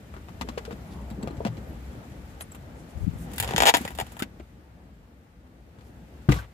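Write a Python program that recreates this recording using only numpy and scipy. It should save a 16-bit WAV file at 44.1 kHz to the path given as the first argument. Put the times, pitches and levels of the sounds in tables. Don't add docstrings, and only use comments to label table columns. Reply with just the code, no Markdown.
import sys
import numpy as np
from scipy import signal
from scipy.fft import rfft, irfft, next_fast_len
from scipy.io import wavfile
from scipy.ndimage import uniform_filter1d, map_coordinates

SR = 44100
rng = np.random.default_rng(int(sys.argv[2]) if len(sys.argv) > 2 else 0)


def master_out(mix):
    frames = np.transpose(np.atleast_2d(mix))
    ceiling = np.clip(frames, -1, 1)
    pcm = np.round(ceiling * 32767).astype(np.int16)
    wavfile.write(sys.argv[1], SR, pcm)


def volts_from_decibels(level):
    exponent = np.asarray(level, float) / 20
    return 10 ** exponent


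N = 287973
LATE_S = 0.0011


def unit(x):
    return x / np.sqrt(np.mean(x ** 2) + 1e-20)


def along(points, hz):
    f, value = np.transpose(points)
    return np.interp(np.log(hz + 1), np.log(f + 1), value)


def over_time(rows):
    s, value = np.transpose(rows)
    return np.interp(np.arange(N) / SR, s, value)


def wobble(rate_hz):
    points = rng.standard_normal(int(N * rate_hz / SR) + 4)
    return map_coordinates(points, [np.arange(N) * rate_hz / SR])


def filtered(x, response):
    m = next_fast_len(N + SR // 2)
    return irfft(rfft(x, m) * response(np.fft.rfftfreq(m, 1 / SR)), m)[..., :N]


def band(f, low_hz, high_hz):
    up, down = 1j * f / low_hz, 1j * f / high_hz
    low_cut = up * up / (1 + np.sqrt(2) * up + up * up)
    return low_cut / (1 + np.sqrt(2) * down + down * down)


# pitch_hz, likeness (1 = same, -1 = opposite)
LIKENESS = [(60, 1), (130, 0.94), (290, 0.91), (640, 0.46), (1410, -0.27), (3100, 0.073), (6820, -0.11),
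            (15000, 0.67)]


def rush(spectrum, patchy_db):
    z = signal.stft(rng.standard_normal((2, N)), nperseg=512)[2]
    patches = uniform_filter1d(rng.standard_normal(z.shape[1:]), 6, 0)
    patches = uniform_filter1d(patches, 10, 1)
    pair = signal.istft(z * volts_from_decibels(patchy_db * unit(patches)), nperseg=512)[1][:, :N]

    def color_and_width(hz):
        turn = np.arccos(np.clip(along(LIKENESS, hz), -1, 1)) / 2
        return volts_from_decibels(along(spectrum, hz)) * [np.cos(turn), np.sin(turn)]

    mid, side = filtered(pair, color_and_width)
    return unit(np.array([mid + side, mid - side]))


def fading(rows, soft_t60_s, ratio):
    return [(*row, soft_t60_s * ratio ** ((row[1] + 40) / 20)) for row in rows]


def contacts(rows, modes, lags, pan_db, rise_s, snap_db, apart, grain_db, flat_db, trims_db, top_hz):
    part_snap_db, part_t60, part_apart = (7.5, 2, -1), (0.95, 1.07, 0.9), (0.82, 1.7, 2.5)
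    push = np.hanning(5)[1:-1] / 2
    trains, t = np.zeros((3, 2, N + SR)), np.arange(SR // 8) / SR
    for s, db, knock_db, sizzle_db, t60 in rows:
        shared, left, right, grain = rng.standard_normal((4, len(t)))
        swell = volts_from_decibels(grain_db * unit(uniform_filter1d(grain, size=40)))
        swell *= np.cos(4 * np.pi * t) * (1 - np.exp(-t / rise_s))
        lean_db = pan_db + 1.5 * rng.standard_normal()
        sides = volts_from_decibels(lean_db * np.array([0.5, -0.5]))
        start = round((s + LATE_S) * SR)
        levels_db = np.array([knock_db, 0, sizzle_db]) + trims_db + db
        for part, level_db in enumerate(levels_db):
            own = apart * part_apart[part]
            fade = volts_from_decibels(-60 * t / np.clip(t60 * part_t60[part], 0.01, 0.2))
            pair = swell * fade * (shared + own * np.array([left, right]))
            pair *= np.sqrt((1 + apart ** 2) / (1 + own ** 2))
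            pair[:, :len(push)] -= volts_from_decibels(snap_db + part_snap_db[part]) * push
            gains = volts_from_decibels(level_db) * sides
            trains[part, 0, start:][:len(t)] += gains[0] * pair[0]
            trains[part, 1, start + lags[part]:][:len(t)] += gains[1] * pair[1]

    def ringing_parts(f):
        ring = volts_from_decibels(flat_db)
        for k, (c, w, db) in enumerate(modes):
            ring = ring + (-1) ** k * volts_from_decibels(db) * 1j * f * w / (c * c - f * f + 1j * f * w)
        parts = np.array([band(f, 420, 1570), band(f, 1150, 6000), band(f, 7000, 16000)])
        return ring * parts[:, None] / (1 + (f / top_hz) ** 80)

    return filtered(trains[..., :N], ringing_parts).sum(axis=0)


# pitch_hz, level_db (per Hz)
RUMBLE_COLOR = [(15, -65), (25, -43), (41, -13.5), (59, 0.5), (75, -1.5), (91, -16), (160, -19.5),
                (210, -45), (350, -120)]
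BODY_COLOR = [(53, -47), (90, -2.5), (225, -4), (401, -14), (479, -13.5), (883, -18), (1010, -24),
              (1500, -26.5), (1950, -31.5), (3300, -120)]
HISS_COLOR = [(710, -19.5), (1200, -1.5), (2010, -2), (2820, -6.5), (7660, -18), (9130, -17.5),
              (13100, -24.5), (14200, -13), (16500, -45)]
# start_s, effort_db
HAND_EFFORT = [(0, -53), (.42, -49.5), (.95, -47.5), (1.3, -43.5), (1.62, -46), (1.93, -47.5),
               (2.35, -49.5), (2.6, -50.5), (2.84, -48.5), (3.15, -45.5), (3.4, -44.5), (3.6, -40.5),
               (3.85, -47.5), (4.07, -49.5), (4.4, -55), (5.3, -58.5), (5.75, -55.5), (6.53, -52.5)]
# start_s, rubbing_db
RUBBING_PACE = [(0, -71.5), (.25, -70), (.9, -67), (1.18, -70.5), (1.89, -67.5), (2.78, -71.5),
                (3.27, -65.5), (3.37, -56.5), (3.5, -55), (3.68, -62.5), (3.8, -48), (3.95, -66),
                (4.1, -63.5), (4.3, -77.5), (4.8, -82.5), (5.5, -84.5), (6.3, -73), (6.53, -78.5)]


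def air():
    effort_db = over_time(HAND_EFFORT) + 50
    rubbing_db = over_time(RUBBING_PACE) + 68
    rumble_db = -46.5 + 0.93 * effort_db + 1.3 * wobble(11)
    rumble = volts_from_decibels(rumble_db) * rush(RUMBLE_COLOR, patchy_db=-1.5)
    body_db = -46.5 + 0.92 * effort_db + 1.4 * wobble(12)
    body = volts_from_decibels(body_db) * rush(BODY_COLOR, patchy_db=1.6)
    hiss = volts_from_decibels(-57 + 0.64 * rubbing_db) * rush(HISS_COLOR, patchy_db=0.5)
    return volts_from_decibels(np.array([[1], [-1]])) * (rumble + body + hiss)


# pitch_hz, level_db (per Hz)
FILM_COLOR = [(1760, -36.5), (3000, -0.5), (3590, -11.5), (7800, 3.5), (8440, -18), (10200, -2.5),
              (13900, -10.5), (15800, -32), (16500, -55.5)]


def rustle():
    level_db = over_time(RUBBING_PACE) + 0.5
    grains = volts_from_decibels(2 * wobble(65) + 2.5 * wobble(400))
    return volts_from_decibels(level_db) * unit(grains * rush(FILM_COLOR, patchy_db=1))


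# start_s, peak_db, knock_db, sizzle_db
LATCH_CLICKS = [(0.1386, -46, 3, -5), (0.1644, -49, 5, -17), (0.2848, -44, 0.5, -16),
                (0.4108, -23.5, -8.5, -31), (0.4748, -49, 2, -20), (0.4868, -30, -4, -20),
                (0.5745, -35, -4, -14), (0.5781, -27.5, -5, -28), (0.6504, -34, -21, -24),
                (0.7078, -39.5, 1.5, -9.5), (0.7223, -40, -27, -12), (1.1009, -41, -17, -4),
                (1.2271, -37, -6, -8), (1.273, -34.5, -3, -14), (1.3069, -46.5, 0, -11),
                (1.3688, -44, -12, -34), (1.4047, -58, 10, -7), (1.449, -25.5, -4, -22),
                (1.464, -28, -16, -18), (1.5683, -44, -18, -20), (2.2994, -57, -4, 4),
                (2.4074, -28.5, -8.5, 0), (2.4015, -47, -9, 6), (1.4705, -32.5, -10, -16),
                (.4175, -33.5, -3.5, -25), (2.5174, -56, 4, 11), (2.5466, -38.5, -6, 1),
                (5.465, -57.5, -4, -20), (5.7857, -53.5, -3, -17), (5.8077, -51, -14, -19),
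                (6.3198, -16, -14, -23)]
# start_s, peak_db, knock_db, sizzle_db
LID_RATTLES = [
    (6.2886, -29, 1, -10),
    (6.3125, -30, -16, -5),
    (6.3394, -32.5, -3, -5),
    (6.3644, -47, 3, 2),
    (6.3869, -48.5, 2, 3),
]
# pitch_hz, width_hz, level_db
BOX_RESONANCES = [(700, 2080, 1), (2170, 8800, -8), (2620, 360, -10.5), (7800, 260, -0.5)]


def box():
    clicks = fading(LATCH_CLICKS, soft_t60_s=0.065, ratio=0.56)
    rattles = fading(LID_RATTLES, soft_t60_s=0.24, ratio=0.5)
    return contacts(clicks + rattles, BOX_RESONANCES, lags=(13, 12, 20), pan_db=4, rise_s=0.00045,
                    snap_db=18.5, apart=0.97, grain_db=3.0, flat_db=-5.0,
                    trims_db=[6, -1.5, 1.5], top_hz=14900)


# start_s, peak_db, pitch_hz, t60_s
WALL_KNOCKS = [(0.163, -37, 378, 0.064), (0.411, -27, 252, 0.11), (0.486, -31.5, 237, 0.13),
               (0.574, -20.5, 470, 0.04), (0.677, -31.5, 456, 0.14), (0.709, -30, 462, 0.1),
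               (0.728, -22, 203, 0.033), (1.111, -25.5, 215, 0.083), (1.231, -19, 214, 0.034),
               (1.27, -34, 130, 0.064), (1.377, -22.5, 112, 0.059), (1.403, -23.5, 452, 0.057),
               (1.451, -16.5, 214, 0.058), (1.481, -23, 117.4, 0.19), (1.77, -37, 251, 0.12),
               (5.78, -39, 108, 0.11), (6.33, -13, 113, 0.054), (6.36, -28, 160, 0.11),
               (3.203, -32, 170, 0.39), (3.393, -29, 105.5, 0.28), (3.544, -10, 162, 0.021),
              (3.739, -22.5, 285, 0.13), (3.807, -20.5, 241, 0.038), (3.846, -23, 188, 0.032),
              (3.992, -32, 412, 0.079), (4.019, -22.5, 108, 0.039), (4.22, -14.5, 262, 0.039),
              (4.3975, -34.5, 336, 0.057), (6.2943, -10, 284, 0.037), (6.2994, -9, 122, 0.058),
              (6.322, -21, 484, 0.04), (6.324, -32, 726, .04), (1.305, -28.5, 330, 0.047),
              (.53, -41, 600, 0.054), (.445, -37, 427, 0.084), (3.476, -27, 420, .016),
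              (3.4895, -25, 420, .016), (3.508, -23, 420, 0.019), (3.5355, -24, 420, .016),
              (6.36, -38.5, 1134, 0.18), (6.419, -46, 2100, 0.027), (1.24, -29.5, 423, 0.044),
              (1.33, -33, 298, .07)]
# start_s, peak_db, pitch_hz, t60_s
SHORT_RINGS = [(0.411, -31.5, 912, 0.068), (0.487, -36, 830, 0.043), (0.721, -51, 604, 0.032),
               (1.273, -22.5, 515, 0.027), (1.405, -22, 666, 0.016), (1.451, -24, 700, 0.039),
               (1.464, -17.5, 554, 0.024), (2.407, -44, 617, 0.012), (3.876, -25, 1960, 0.024),
               (3.986, -23.5, 630, 0.026), (4.011, -16.5, 800, 0.0081), (4.226, -26, 2120, 0.016),
               (4.397, -37.5, 609.4, 0.035), (6.288, -23.5, 819, 0.019), (6.322, -21, 2040, 0.016),
               (4.222, -23.5, 1600, 0.021),
    (6.288, -17.5, 1487, 0.015),
    (6.388, -34, 1550, 0.041),
    (4.2, -26, 1315, 0.02),
    (3.852, -28, 550, 0.026),
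]
# pitch_hz, level_db, t60_s
LID_TONES = [(60.2, -8, 0.29), (105.3, -11.5, 0.3), (139, 8, 0.045), (193, -11, 0.094), (296.7, -7.5, 0.13),
             (470, -12, 0.051)]


def thumps():
    lags = (12, 22)
    out, t = np.zeros((2, N + SR)), np.arange(SR // 4) / SR
    for s, db, hz, t60 in WALL_KNOCKS + SHORT_RINGS:
        near = rng.uniform(0.72, 1.35, 2)
        neighbors = np.sin(2 * np.pi * hz * np.outer(near, t)).sum(axis=0)
        ring = np.sin(2 * np.pi * hz * t) + 0.35 * neighbors
        fade = volts_from_decibels(db - 60 * t / np.clip(t60, 0.015, 0.3))
        row = out[int(hz > 1200), round((s + LATE_S) * SR):]
        row[:len(t)] += fade * (1 - np.exp(-t * hz / 0.57)) * ring
    lid = sum(volts_from_decibels(db - 60 * t / t60) * np.sin(2 * np.pi * hz * t) for hz, db, t60 in LID_TONES)
    landing = round(6.2865 * SR)
    out[0, landing:][:len(t)] += volts_from_decibels(-4.5) * (1 - np.exp(-t / 0.0039)) * lid
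    pair = np.array([sum(out), sum(map(np.roll, out, lags))])
    return volts_from_decibels(np.array([[1.5], [-1.5]])) * pair[:, :N]


# start_s, length_s, low_hz, high_hz,
# level_db
SOFT_BRUSHES = [(.895, .06, 3000, 5200, -58), (.9, .17, 800, 1080, -52), (2.75, .09, 6000, 10000, -64),
                (2.87, .07, 4500, 11000, -63), (3.15, .14, 6500, 14000, -56), (5.8, .14, 3200, 13000, -68),
                (2.407, .03, 7500, 11800, -46), (2.97, .12, 6000, 13000, -64), (3.42, .17, 940, 4500, -48),
                (3.38, .24, 450, 950, -41), (3.5, .245, 200, 400, -34), (6.31, .12, 600, 5500, -47),
                (6.37, .11, 500, 2600, -50), (3.44, .12, 1200, 4300, -50), (3.97, .07, 900, 2400, -44),
                (3.84, .06, 900, 2400, -47), (.49, .07, 900, 3500, -58), (4.39, .03, 900, 2600, -54),
                (4.219, .03, 1200, 3600, -42), (6.285, .06, 1200, 2600, -44)]


def brushes():
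    out = np.zeros((2, N))
    for s, length, low_hz, high_hz, db in SOFT_BRUSHES:
        n = round(length * SR)
        shape = signal.butter(2, [low_hz, high_hz], "band", fs=SR, output="sos")
        shared, *own = rng.standard_normal((3, SR // 4))
        noise = unit(signal.sosfilt(shape, shared + own))[:, :n]
        out[:, round(s * SR):][:, :n] += volts_from_decibels(db) * np.hanning(n) * noise
    return out


# start_s, length_s, pitch_hz, rise_hz, level_db
HINGE_SQUEAKS = [(.84, 0.14, 10500, -48, -66), (1.663, 0.054, 12700, 300, -67), (1.725, .03, 13300, 2, -68),
                 (1.1, .02, 7900, 0, -56.5), (1.103, 0.024, 3950, 0, -56), (1.175, .02, 7800, 0, -73),
                 (1.226, 0.0093, 7800, 4, -46), (1.227, 0.0089, 4330, 0, -49), (1.3, 0.014, 4200, 0, -57),
                 (1.365, 0.011, 7800, 0, -58), (2.513, 0.015, 7800, -2, -54)]


def squeaks():
    out, t, waver = np.zeros(N), np.arange(N) / SR, wobble(70)
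    for s, length, hz, rise, db in HINGE_SQUEAKS:
        u = np.clip((t - s) / length, 0, 1)
        pitch = hz + rise * u + 110 * wobble(380)
        whistle = np.sin(2 * np.pi * np.cumsum(pitch) / SR)
        out += volts_from_decibels(db + 5 * waver[::-1]) * np.sin(np.pi * u) * whistle
    return out


# start_s, peak_db, pitch_hz,
# t60_s
HIGH_TICKS = [
    (2.4203, -27.5, 9960, 0.014),
    (2.4142, -34, 10800, .015),
    (2.4245, -41, 9600, .015),
    (2.436, -44, 9800, 0.018),
    (3.3993, -12, 9800, 0.0055),
    (3.3994, -16.5, 12500, .006),
    (3.7675, -28, 10970, 0.014),
]


def ticks():
    out, t = np.zeros(N), np.arange(SR // 40) / SR
    for s, db, hz, t60 in HIGH_TICKS:
        shape = volts_from_decibels(db - 60 * t / t60) * (1 - np.exp(-t / 0.00059))
        out[round((s + LATE_S) * SR):][:len(t)] += shape * np.sin(2 * np.pi * hz * t)
    return volts_from_decibels(np.array([[4], [-5]])) * out


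# start_s, peak_db, pitch_hz
AIR_PUFFS = [(2.958, -27, 90), (2.974, -24, 70), (3.009, -22.5, 90), (3.024, -21, 65), (3.0455, -15.5, 85),
             (3.0342, -22, 130), (3.0701, -16.5, 190), (3.0807, -9, 163), (3.093, -17.5, 110),
             (3.113, -28, 120), (3.137, -26, 190), (3.159, -23, 119)]


def puffs():
    half = SR // 20
    out, t = np.zeros((2, N)), np.arange(-half, half) / SR
    for s, db, hz in AIR_PUFFS:
        shape = np.exp(-(t * hz / 0.5) ** 2)
        out[0, round(s * SR) - half:][:len(t)] -= volts_from_decibels(db) * np.sin(2 * np.pi * hz * t) * shape
    return out


# start_s, peak_db, knock_db, sizzle_db
TRAY_SLIPS = [(3.1854, -54, 3, 4), (3.3154, -38.5, -5, -6.5), (3.3338, -30.5, -8.5, -4),
              (3.3594, -38, -7.5, 1.5), (3.3802, -16, -33.5, -8.5), (3.399, -9.5, -15, -6.5),
              (3.4249, -15, -12, -9), (3.4334, -23.5, 1.5, -14), (3.4441, -18.5, -5.5, -12.5),
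              (3.4755, -20, -18, -14.5), (3.4884, -26.5, 2.5, -15), (3.5074, -20.5, -6, -17),
              (3.5204, -30, 2.5, -14), (3.5349, -25.5, 4, -12.5), (3.5613, -7, -16, -35.5),
              (3.5793, -4.5, -7, -16), (3.6022, -4, -4.5, -24.5), (3.6202, -4, -3.5, -14),
              (3.6334, -7.5, -1, -20.5), (3.6539, -6, -2.5, -15.5), (3.6616, -4, -7, -20.5)]
# start_s, peak_db
TRAY_CREAKS = [(3.6689, -1.5), (3.6739, -2), (3.6785, -3.5), (3.6828, -3), (3.6862, -2), (3.6904, 0),
               (3.695, -1), (3.699, -11.5), (3.7017, -14), (3.7054, -19), (3.7439, -6.5), (3.7468, -4.5),
               (3.75, -5), (3.7556, -11), (3.7595, -17)]
# start_s, peak_db, knock_db, sizzle_db
TRAY_BUMPS = [(3.7385, -6, -2, -25), (3.7674, -9.5, -9.5, -10.5), (3.7794, -24, -5, -13),
              (3.8114, -33, 0, -2), (3.8496, -21.5, -2.5, -11.5), (3.8766, -21, -9, -14),
              (3.9044, -35, 2.5, -7), (3.9158, -38, -4, -10), (3.9494, -31.5, -9, -7.5),
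              (3.9754, -33, -6, -8), (3.9858, -19, -1.5, -13), (3.9988, -14.5, -5.5, -13),
              (4.0104, -20.5, -11, -15), (4.0654, -35, -4.5, -11), (4.1185, -42, 1, 1.5),
              (4.1664, -47, 12.5, 4), (4.1905, -29, -12, -10), (4.1934, -22.5, -15, -8),
              (4.1985, -26, -11, -10), (4.2218, -14.5, -13.5, -14.5), (4.3969, -46.5, 2, -22)]
# pitch_hz, width_hz, level_db
TRAY_RESONANCES = [(456, 90, -4.5), (800, 179, 4), (970, 200, 2), (1500, 860, -2.5), (1930, 230, 1.5),
                   (2240, 110, 2), (3100, 1040, 0.2), (3896, 240, -4.5), (4200, 140, -14),
                   (5470, 280, -4.5), (6370, 1300, -5), (12500, 12000, -3.5)]


def tray():
    creaks = [(s - LATE_S, db, -8, -18) for s, db in TRAY_CREAKS]
    rows = fading(TRAY_SLIPS, soft_t60_s=0.058, ratio=0.96)
    rows += fading(TRAY_BUMPS, soft_t60_s=0.068, ratio=0.79)
    rows += fading(creaks, soft_t60_s=0.04, ratio=1)
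    x = contacts(rows, TRAY_RESONANCES, lags=(12, 7, 21), pan_db=3, rise_s=0.00024,
                 snap_db=25, apart=0.8, grain_db=2, flat_db=-19,
                 trims_db=[-0.6, -8.5, 3], top_hz=15750)
    return filtered(x, lambda f: 1 - 0.7 * np.exp(-((f - 8640) / 350) ** 2))


# pitch_hz, t60_s
CABIN_ECHO = [(150, 0.072), (1500, 0.049), (10000, 0.027)]


def cabin(x):
    hz, t, z = signal.stft(rng.standard_normal((2, SR // 4)), SR, nperseg=256)
    fade = volts_from_decibels(-60 * t / along(CABIN_ECHO, hz)[:, None])
    tail = signal.istft(z * fade, SR, nperseg=256)[1]
    late = np.pad(x, ((0, 0), (150, 0)))
    return signal.fftconvolve(late, tail / np.linalg.norm(tail[0]), axes=1)[:, :N]


def quiet_top(f):
    return (1 + 0.5 * np.exp(-((f - 14350) / 200) ** 2)) * (f < 14650)


def scene():
    low_blows = filtered(thumps(), lambda f: band(f, 36, 9000))
    near = box() + tray() + ticks() + low_blows
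    room = volts_from_decibels(-9.0) * filtered(cabin(near), lambda f: band(f, 260, 19000))
    quiet = filtered(brushes() + rustle() + air(), quiet_top)
    return near + room + puffs() + squeaks() + quiet


def top_cut(x):
    return signal.sosfilt(signal.butter(12, 16650, fs=SR, output="sos"), x)


def record(dry):
    x = filtered(dry, lambda f: band(f, 26, 18000))
    mix = x / (1 + np.abs(x / 0.86) ** 8) ** (1 / 8)
    return top_cut(mix)


dry = scene()
out = record(dry)
master_out(out)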